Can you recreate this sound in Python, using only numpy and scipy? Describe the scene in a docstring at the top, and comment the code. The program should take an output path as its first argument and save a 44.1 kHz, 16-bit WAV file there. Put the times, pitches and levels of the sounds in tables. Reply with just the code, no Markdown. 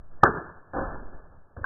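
"""A walled yard, in slow motion: a crossbow is fired at a shaken drink can; all is deep, dull, drawn out.
The limbs push air, the string slaps home and the bow rings. The yard rings with echoes, then a duller
return rolls back from farther walls. At the end the bolt thuds into the can, the thin wall crackles,
the seam cracks and gas starts to rush out. Wind rumbles on the microphone."""
import sys
import numpy as np
from scipy import signal
from scipy.io import wavfile

SR = 44100
rng = np.random.default_rng(int(sys.argv[2]) if len(sys.argv) > 2 else 0)


def master_out(mix):
    """Clip the mix to full scale and print it as 16-bit PCM to the path in sys.argv[1]."""
    frames = np.transpose(np.atleast_2d(mix))
    ceiling = np.clip(frames, -1, 1)
    pcm = np.round(ceiling * 32767).astype(np.int16)
    wavfile.write(sys.argv[1], SR, pcm)


N = 72765
T = np.arange(N) / SR


def amp(db):
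    return 10 ** (np.asarray(db) / 20)


def unit_rms(x):
    return x / np.sqrt(np.mean(x ** 2) + 1e-20)


def bandpass(x, order, low_hz, high_hz):
    return signal.sosfilt(signal.butter(order, [low_hz, high_hz], "band", fs=SR, output="sos"), x)


def curves(rows):
    """Each column interpolated in time, then a gate that opens at the first row and fades at the last."""
    times_s, *columns = np.transpose(rows)
    gate = (T >= times_s[0]) * np.clip((times_s[-1] + 0.043 - T) / 0.05, 0, 1)
    return [np.interp(T, times_s, column) for column in columns] + [gate]


def envelope(start_s, rise_s, t60_s):
    """Linear rise, exponential fall."""
    age_s = np.maximum(T - start_s, 0)
    return np.minimum(age_s / rise_s, 1) * amp(-60 * age_s / t60_s)


def slow_noise(corner_hz, count, rate_hz=SR):
    """White noise through a two-pole low-pass."""
    pole = np.exp(-2 * np.pi * corner_hz / rate_hz)
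    return signal.lfilter([1], [1, -2 * pole, pole * pole], rng.standard_normal(count))


def drift(corner_hz):
    """Slow random wander, RMS 1."""
    slow = slow_noise(corner_hz, N // 40 + 2002, SR / 40)[2000:]
    return np.interp(np.arange(N) / 40, np.arange(len(slow)), unit_rms(slow))


def resonate(drive, hz, t60_s):
    """One mode: a unit click starts a decaying sine of height 1."""
    radius, angle = amp(-60 / (t60_s * SR)), 2 * np.pi * hz / SR
    return signal.lfilter([0, np.sin(angle)], [1, -2 * radius * np.cos(angle), radius ** 2], drive + 1e-18)


def coloured_noise(colour, bass_db=0, flicker_db=1.5, bass_below_hz=410):
    """Flickering third-octave bands; RMS 1 above the bass, which has its own gain."""
    edges_hz = 22 * 2 ** (np.arange(21) / 3)
    white = rng.standard_normal((2, N + 4000))
    hz, db = np.transpose(colour)
    bass, upper, shared_drift = 0, 0, drift(17)
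    for k, (low_hz, high_hz) in enumerate(zip(edges_hz, edges_hz[1:])):
        mid_hz = np.sqrt(low_hz * high_hz)
        band_db = np.interp(np.log(mid_hz), np.log(hz), db)
        wander_db = flicker_db * (shared_drift + 0.39 * drift(15))
        band = amp(band_db + wander_db) * bandpass(white[k % 2], 2, low_hz, high_hz)[4000:]
        if mid_hz < bass_below_hz:
            bass += band
        else:
            upper += band
    return (upper + amp(bass_db) * bass) / np.std(upper)


def strike(blows, modes, contact_hz=1020, contact_t60_s=0.0046):
    """Each blow builds over about a cycle and rings all modes, starting inward."""
    clicks = np.zeros(N)
    for start_s, db in blows:
        clicks[int(start_s * SR)] = -amp(db)
    contact = resonate(clicks, contact_hz, contact_t60_s) * 2 * np.log(1000) / (contact_t60_s * SR)
    drive = np.diff(contact, prepend=0) * SR / (2 * np.pi * contact_hz)
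    return sum(amp(db) * resonate(drive, hz, t60_s) for hz, db, t60_s in modes)


# Each row: time in seconds, level in dB.
AIR_LEVELS = [(0, -67), (.08, -63.5), (.2, -58.5), (.7, -61), (1.4, -66), (1.65, -66.5)]
# Each row: frequency in Hz, relative density in dB.
AIR_COLOUR = [(88, -30), (150, -10), (537, -9), (565, -1), (673, -12), (1090, -11), (1750, -16.5),
              (2280, -45), (3850, -120)]


def air():
    """Quiet outdoor air."""
    level_db, _ = curves(AIR_LEVELS)
    return amp(level_db) * coloured_noise(AIR_COLOUR)


# Each row: time in seconds, rumble in dB, flutter in dB.
WIND_LEVELS = [(0, -26.5, -60), (.07, -46.5, -59), (.12, -31.5, -55), (.2, -40.5, -55.5), (.45, -56, -54.5),
               (.7, -53, -63), (.8, -40.5, -46), (1.0, -33.5, -55), (1.2, -44, -60), (1.35, -44, -54),
               (1.45, -54, -68), (1.65, -46, -59.5)]


def wind(rumble_hz=5.5, flutter_hz=(35, 130)):
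    """Wind on the microphone: rumble and lumpy flutter."""
    highpass = signal.butter(1, 4, "high", fs=SR, output="sos")
    rumble = signal.sosfilt(highpass, slow_noise(rumble_hz, N + SR))[SR:]
    flutter = bandpass(rng.standard_normal(N + SR), 1, *flutter_hz)
    flutter = bandpass(flutter, 1, *flutter_hz)[SR:]
    rumble_db, flutter_db, _ = curves(WIND_LEVELS)
    return amp(rumble_db) * unit_rms(rumble) + amp(flutter_db + 0.83 * drift(20)) * unit_rms(flutter)


# Each row: time in seconds, level in dB, bass gain in dB.
FAR_LEVELS = [(.7345, -32, -7.5), (.765, -29, -14), (.785, -26, -1), (.815, -30, -4), (.85, -29.5, -3),
              (.93, -35.5, -1), (1.01, -42, 1.5), (1.11, -45.5, 2), (1.24, -52, -1), (1.33, -53.5, -6),
              (1.5, -72.5, -5.5)]
# Each row: frequency in Hz, relative density in dB.
FAR_COLOUR = [(15, -27), (25, 10.5), (100, -9), (200, -9.5), (300, -8.5), (600, -10.5), (1050, -13.5),
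              (1750, -16), (2280, -54)]
# Each row: frequency in Hz, width in Hz, relative level in dB.
HOLLOW_MODES = [(287, 22, 0), (535, 20, -1), (765, 28, -5), (1050, 45, -7), (1270, 55, -9), (1500, 40, -11),
                (1700, 40, -12)]


def far_return(roar_db=-6, hollow_db=-1, fade_start_s=0.805, fade_db_per_s=133):
    """Farther walls send back a rolling roar, hollow at first."""
    level_db, bass_db, gate = curves(FAR_LEVELS)
    hollow = sum(amp(db) * unit_rms(resonate(rng.standard_normal(N), hz, 2 / width_hz))
                 for hz, width_hz, db in HOLLOW_MODES)
    fade_db = fade_db_per_s * np.maximum(T - fade_start_s, 0)
    roar = amp(roar_db) * coloured_noise(FAR_COLOUR, bass_db)
    return gate * amp(level_db) * (roar + amp(hollow_db - fade_db) * unit_rms(hollow))


# Each row: time in seconds, level in dB, bass gain in dB.
YARD_LEVELS = [(.243, -17.5, 9.5), (.262, -18.5, -17), (.278, -25.5, 9), (.292, -33, 11), (.31, -32.5, 2.5),
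               (.335, -35.5, 7), (.366, -32.5, 4), (.4, -33.5, -1.5), (.42, -44, 5.5), (.52, -49.5, 0),
               (.6, -56.5, -4), (.72, -62.5, -3)]
# Each row: frequency in Hz, relative density in dB.
YARD_COLOUR = [(26, -28), (45, -6), (91, -12.5), (140, -7), (220, -10.5), (373, -4), (546, -10),
               (1140, -5.5), (1750, -5), (2280, -41)]


def yard_ring():
    """Dense echoes of the shot blur into a dying roar."""
    level_db, bass_db, gate = curves(YARD_LEVELS)
    return gate * amp(level_db) * coloured_noise(YARD_COLOUR, bass_db)


# Each row: start in seconds, level in dB, frequency in Hz.
BOLT_THUDS = [(1.572, -20.5, 80), (1.611, -18.5, 80)]
# Each row: start in seconds, level in dB.
WALL_CRACKLES = [(1.5656, -40.5), (1.586, -53), (1.607, -52), (1.632, -49)]
# Each row: frequency in Hz, relative density in dB.
WALL_COLOUR = [(120, -37.5), (200, -3), (505, -2), (886, -18), (1020, -13), (1750, -11.5), (2280, -32),
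               (3850, -120)]


def bolt_impact():
    """The bolt punches through the can with dull thuds; the thin wall crackles."""
    thuds = sum(-amp(db) * envelope(s, rise_s=0.01, t60_s=0.051) * np.sin(2 * np.pi * hz * (T - s))
                for s, db, hz in BOLT_THUDS)
    crackle_level = sum(amp(db) * envelope(s, rise_s=0.0011, t60_s=0.12) for s, db in WALL_CRACKLES)
    return thuds + crackle_level * coloured_noise(WALL_COLOUR, flicker_db=1.7)


# Each row: start in seconds, strength in dB.
SEAM_CRACKS = [(1.6428, -9), (1.6465, -22.5)]
# Each row: frequency in Hz, gain in dB, T60 in seconds.
CAN_MODES = [(1119, -18, 0.12), (1390, -20, 0.028), (1560, -2.5, 0.029)]


def can_burst(gas_db=-33):
    """The seam cracks open, the can rings and gas rushes out."""
    gas = unit_rms(bandpass(rng.standard_normal(N), 4, low_hz=1010, high_hz=1700))
    gas_level = amp(gas_db) * envelope(start_s=1.6425, rise_s=0.00045, t60_s=0.12)
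    return strike(SEAM_CRACKS, CAN_MODES) + gas_level * gas


# Each row: start in seconds, strength in dB.
STRING_SLAPS = [(.2337, -2.5), (.2360, 2), (.2393, -10), (.2422, -7)]
# Each row: frequency in Hz, gain in dB, T60 in seconds.
BOW_MODES = [(375, -20, 0.027), (560, -12.5, 0.054), (790, 0.5, 0.012), (1215, -0.5, 0.018),
             (1506, -6.5, .03)]


def crossbow(push_s=0.2314, push_db=-5.5, push_hz=150):
    """The limbs push air, then the string slaps the bow and rebounds."""
    push_level = amp(push_db) * envelope(push_s, rise_s=0.0048, t60_s=0.028)
    push = push_level * np.sin(2 * np.pi * push_hz * (T - push_s))
    return push + strike(STRING_SLAPS, BOW_MODES)


def scene():
    """Shot, echoes, can and outdoor background, in mono."""
    return (crossbow() + yard_ring() + far_return() + bolt_impact() + can_burst() + wind() + air())[None]


def record(dry):
    """Slow motion leaves a sharp band limit; peaks clip, faint hiss is added, the top is cut."""
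    slowed_top_hz, hiss_db, cutoff_hz = 1775, -96.5, 16400
    band_limit = signal.firwin(2901, slowed_top_hz, window=("kaiser", 5.5), fs=SR)
    dull = signal.fftconvolve(dry, band_limit[None], "same")
    hiss = amp(hiss_db) * rng.standard_normal(N)
    top_cut = signal.cheby2(12, 70, cutoff_hz, fs=SR, output="sos")
    return signal.sosfilt(top_cut, np.clip(dull, -1, 1) + hiss)


dry = scene()
out = record(dry)
master_out(out)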